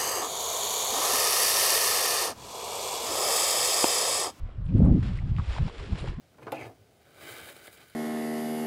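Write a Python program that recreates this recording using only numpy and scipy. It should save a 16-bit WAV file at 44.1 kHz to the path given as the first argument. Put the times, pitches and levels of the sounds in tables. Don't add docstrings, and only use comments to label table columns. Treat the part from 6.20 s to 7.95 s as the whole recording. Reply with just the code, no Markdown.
import sys
import numpy as np
from scipy import signal
from scipy.fft import rfft, irfft
from scipy.io import wavfile
from scipy.ndimage import uniform_filter1d

SR = 44100
rng = np.random.default_rng(int(sys.argv[2]) if len(sys.argv) > 2 else 0)


def to_wav(s):
    ch = np.atleast_2d(s).T
    pcm = np.round(np.clip(ch, -1, 1) * 32767)
    wavfile.write(sys.argv[1], SR, pcm.astype(np.int16))


N = 77175
TOP_HZ = 15700
# time_s, level_db, treble_gain_db, bass_gain_db
SIZZLE = [(0, -71, -2.5, 0.5), (.76, -73, 2.5, 13.5), (.85, -62.5, -6.5, 2.5), (.95, -59, -4.5, 2.5),
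          (1.01, -49, -4.5, 3), (1.06, -44, -6, -1.5), (1.115, -41.5, -2, 0), (1.2, -45, -6.5, -1.5),
          (1.25, -47, -1, -2), (1.3, -48.5, -0.5, 3.5), (1.33, -55.5, 1, 3.5), (1.42, -51.5, -3.5, -2),
          (1.475, -53, 3.5, -0.5), (1.505, -60, -1.5, -11), (1.54, -56, 6.5, 0), (1.57, -53.5, -6, -5),
          (1.63, -53, -6.5, -6), (1.67, -59.5, 0, -9), (1.75, -56.5, -5.5, -22)]


def undb(db):
    return 10 ** (np.asarray(db) / 20)


def unit(x):
    return x / np.sqrt(np.mean(x ** 2))


def curve(rows, column=1):
    rows = np.array(rows)
    return undb(np.interp(np.arange(N) / SR, rows[:, 0], rows[:, column], -200, -200))


def colour(x, spectrum, peaks=()):
    size = 2 * N
    freq_hz, points = np.arange(N + 1) * SR / size, np.array(spectrum)
    gain = undb(np.interp(np.log(freq_hz + 1), np.log(points[:, 0]), points[:, 1]))
    peak_power = sum(undb(db) ** 2 / (1 + (2 * (freq_hz - hz) / width_hz) ** 2)
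                     for hz, width_hz, db in peaks)
    cepstrum = irfft(np.log(unit(gain * np.sqrt(1 + peak_power))))
    cepstrum[1:N] *= 2
    cepstrum[N + 1:] = 0
    return irfft(rfft(x, size) * np.exp(rfft(cepstrum)))[:N]


def dull(x, cutoff_hz):
    return signal.sosfilt(signal.butter(1, min(cutoff_hz, TOP_HZ), fs=SR, output="sos"), x)


def fade(start_s, t60_s):
    age_s = np.arange(N) / SR - start_s
    return (age_s >= 0) * np.exp(-np.log(1000) * np.maximum(age_s, 0) / t60_s)


def burst(start_s, t60_s):
    return rng.standard_normal(N) * fade(start_s, t60_s)


def walk(rate_hz):
    hold = max(int(SR / rate_hz), 1)
    steps = np.repeat(rng.standard_normal(N)[:N // hold + 1], hold)
    return unit(uniform_filter1d(steps, hold)[:N])


def clicks(per_s, spread_db):
    size = undb(spread_db * np.minimum(rng.exponential(size=N), 4))
    return unit((rng.random(N) < per_s / SR) * size * rng.choice([-1, 1], N))


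def kitchen(level_db=-63):
    # freq_hz, density_db
    spectrum = [(25, -62), (40, -17), (60, 0), (105, 1), (140, 3), (200, -6.5), (400, -7.5), (700, -7),
                (1000, -20.5), (2000, -20), (5000, -22.5), (15000, -35.5)]
    return undb(level_db) * colour(rng.standard_normal(N), spectrum)


def room_echo(direct, level_db=-12.5, delay_s=.005, t60_s=.2):
    response = dull(burst(delay_s, t60_s), cutoff_hz=9000)
    return undb(level_db) * signal.fftconvolve(direct, response / np.sqrt(np.sum(response ** 2)))[:N]


def bumps(t60_s=.13):
    # start_s, level_db
    thuds = [(0.148, -50.5), (.24, -44.5), (.29, -57), (.59, -57), (1.02, -47.5), (1.101, -52),
             (1.21, -48.5), (1.569, -65)]
    # freq_hz, density_db
    spectrum = [(30, -33), (65, -7), (115, 11), (150, -4.5), (230, -1.5), (600, -64)]
    return colour(sum(undb(db) * burst(start_s, t60_s) for start_s, db in thuds), spectrum)


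def spits(level_db=-15, t60_s=.014):
    # freq_hz, density_db
    spectrum = [(1000, -21), (3000, 4), (6000, -6.5), (8500, -1), (12000, -5.5), (15500, -2.5)]
    power = signal.fftconvolve(clicks(per_s=130, spread_db=4) ** 2, fade(0, t60_s) ** 2)[:N]
    grains = unit(np.sqrt(np.abs(power)) * rng.standard_normal(N))
    return undb(level_db) * colour(grains * curve(SIZZLE), spectrum)


def pops(t60_s=.035):
    # start_s, level_db, cutoff_hz
    bubbles = [(1.234, -49, 6000), (1.257, -45, 9000), (1.288, -37, 4000), (1.3, -39.5, 5000),
               (1.365, -45, 9000), (1.454, -48, 12000), (1.47, -41.5, 6960), (1.478, -36, 1710),
               (1.529, -48, 12100), (1.698, -51, 12000)]
    # freq_hz, density_db
    spectrum = [(150, -16.5), (380, 0), (620, 3), (800, -2), (1000, -9), (1450, 1), (2300, -1.5),
                (2650, -7), (4000, -3), (6000, -24), (9000, -2), (15000, -9.5)]
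    bursts = sum(undb(db) * dull(burst(start_s, t60_s), hz) for start_s, db, hz in bubbles)
    return colour(bursts, spectrum)


def simmer(steam_db=-1.5, flutter_db=1.06, bass_hz=855, treble_hz=4900):
    # freq_hz, density_db
    spectrum = [(120, -23.5), (250, -5), (400, -3.5), (820, -3.5), (980, -12.5), (1200, -4), (1700, -4),
                (1870, -9), (2300, 0), (2600, -12), (3100, -5.5), (3400, -12.5), (3800, -5), (4350, -12.5),
                (4750, -9), (5500, -17), (7500, -11.5), (10300, -10), (12200, -14.5), (15200, -10)]
    # freq_hz, width_hz, gain_db
    hollow = [(352, 33, 5.5), (395.5, 27, 9.5), (513, 22, 5.5), (573, 32, 6.5), (1480, 55, 3.5),
              (1538, 77, 6), (2043, 18, 3), (2734, 20, -4), (3100, 92, 2)]
    fizz = unit(clicks(per_s=3500, spread_db=3.5) + undb(steam_db) * rng.standard_normal(N))
    flutter = undb(flutter_db * walk(rate_hz=90))
    fizz = colour(fizz * flutter * curve(SIZZLE), spectrum, hollow)
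    bass = signal.sosfiltfilt(signal.butter(2, bass_hz, fs=SR, output="sos"), fizz)
    below_treble = signal.sosfiltfilt(signal.butter(2, treble_hz, fs=SR, output="sos"), fizz)
    middle, treble = below_treble - bass, fizz - below_treble
    return bass * curve(SIZZLE, column=3) + middle + treble * curve(SIZZLE, column=2)


def squeal(jitter=.047, rough_db=2.5):
    # time_s, pitch_hz, level_db
    glide = [(.35, 2506, -65), (.375, 2530, -42.5), (.395, 2486, -48.5), (.412, 2306, -43.5),
             (.424, 2147, -42), (.435, 2190, -51), (.45, 2320, -72)]
    time_s, pitch_hz, _ = np.transpose(glide)
    hz = np.interp(np.arange(N) / SR, time_s, pitch_hz) * (1 + jitter * walk(rate_hz=600))
    tone = np.sin(2 * np.pi * np.cumsum(hz) / SR)
    return tone * curve(glide, column=2) * undb(rough_db * walk(rate_hz=200))


def scrape(catches_per_s=2500, spread_db=3):
    # time_s, rumble_db, rasp_db
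    drag = [(.17, -85, -99), (.23, -52.5, -56), (.31, -51, -106), (.345, -42.5, -50), (.38, -45, -56),
            (.415, -43, -48), (.445, -46, -53), (.47, -43, -54), (.5, -50, -92), (.528, -57, -78),
            (.545, -67, -86)]
    # freq_hz, density_db
    rumble_spectrum = [(40, -46), (85, -2.5), (125, -2), (190, -11), (300, 0.5), (400, -4.5), (480, -2),
                       (740, 1.5), (950, -8), (1400, -13.5), (2200, -37), (6000, -33.5)]
    rasp_spectrum = [(700, -1), (1600, 5), (2300, 0), (3400, -6), (5000, -8.5), (8000, -12.5), (11000, -16),
                     (15500, -34)]
    # freq_hz, width_hz, gain_db
    stove_peaks = [(124, 28, 3.5), (272.4, 12, 4.5), (314, 15, -11), (377.5, 28, 11.5), (734, 6.2, 8),
                   (770, 18, -20)]
    steel_peaks = [(1740, 28, 15), (2080, 60, 8), (2220, 78, 12.5), (2514, 74, 18), (2880, 86, 12),
                   (3228, 51, 14.5), (3780, 36, 10.5), (4220, 41, 14), (4777, 33, 15), (6360, 66, 13.5),
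                   (8120, 67, 12), (10300, 110, 12)]
    rumble = clicks(catches_per_s, spread_db) * curve(drag, column=1)
    rasp = clicks(catches_per_s, spread_db) * curve(drag, column=2)
    return colour(rumble, rumble_spectrum, stove_peaks) + colour(rasp, rasp_spectrum, steel_peaks)


def knocks():
    # start_s, ring_db, cutoff_hz, clatter_db, tick_db
    contacts = [(0.141, -44, 950, -27.5, -55), (.182, -39, 2470, -18, -42), (.191, -23, 495, -17, -60),
                (.220, -21, 580, -13, -28), (.267, -16, 2620, -4.5, -37), (.278, -21, 1770, -5.5, -42),
                (.320, -8, 1560, -5.5, -2.5), (.323, 4, 1010, -29, -10.5), (.33, -14, 2500, -14.5, -15.5)]
    # freq_hz, level_db, t60_s
    modes = [(264.2, -25, 0.42), (316, -12, 0.21), (363, -13, 0.11), (529, -3, 0.069), (531, 0, 0.11),
             (667, -5.5, 0.11), (781, -2, .1), (825, 7.5, 0.06), (975, -11, 0.066), (1348, -17, 0.12),
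             (1376, -8, 0.067), (2020, -16, 0.071), (2440, -14, 0.1), (2713, -15, .09)]
    # freq_hz, density_db
    clatter_spectrum = [(40, -40), (120, 1.5), (200, -7), (500, 3), (950, -2), (1130, -1), (1400, -1),
                        (2000, -13), (3500, -20.5), (6000, -24.5), (15000, -41)]
    tick_spectrum = [(400, -30), (2000, 6.5), (3500, 4), (6000, -9), (9000, -9), (11500, -2), (13000, -2.5),
                     (15500, -21)]
    ring_gain_db, clatter_gain_db, tick_gain_db = -30.5, -26, -35.5
    ring_rise_s, clatter_rise_s = .0027, .0018
    body, ticks = 0, 0
    for start_s, ring_db, cutoff_hz, clatter_db, tick_db in contacts:
        age_s = np.maximum(np.arange(N) / SR - start_s, 0)
        ring = sum(undb(db) * fade(start_s, t60_s) * np.sin(2 * np.pi * hz * age_s)
                   for hz, db, t60_s in modes)
        ring *= undb(ring_db + ring_gain_db) * (1 - np.exp(-age_s / ring_rise_s))
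        rattle = burst(start_s, t60_s=.06) * (1 - np.exp(-age_s / clatter_rise_s))
        clatter = undb(clatter_db + clatter_gain_db) * colour(rattle, clatter_spectrum)
        body += dull(ring + clatter, cutoff_hz)
        ticks += undb(tick_db) * burst(start_s, t60_s=.04)
    return body + undb(tick_gain_db) * colour(ticks, tick_spectrum)


def scene():
    direct = knocks() + scrape() + squeal() + simmer() + pops() + spits() + bumps()
    return (direct + room_echo(direct) + kitchen())[None]


def record(dry, low_cut_hz=48):
    thin = signal.sosfilt(signal.butter(3, low_cut_hz, "high", fs=SR, output="sos"), dry)
    return signal.sosfilt(signal.ellip(12, .1, 60, TOP_HZ, fs=SR, output="sos"), thin)


dry = scene()
out = record(dry)
to_wav(out)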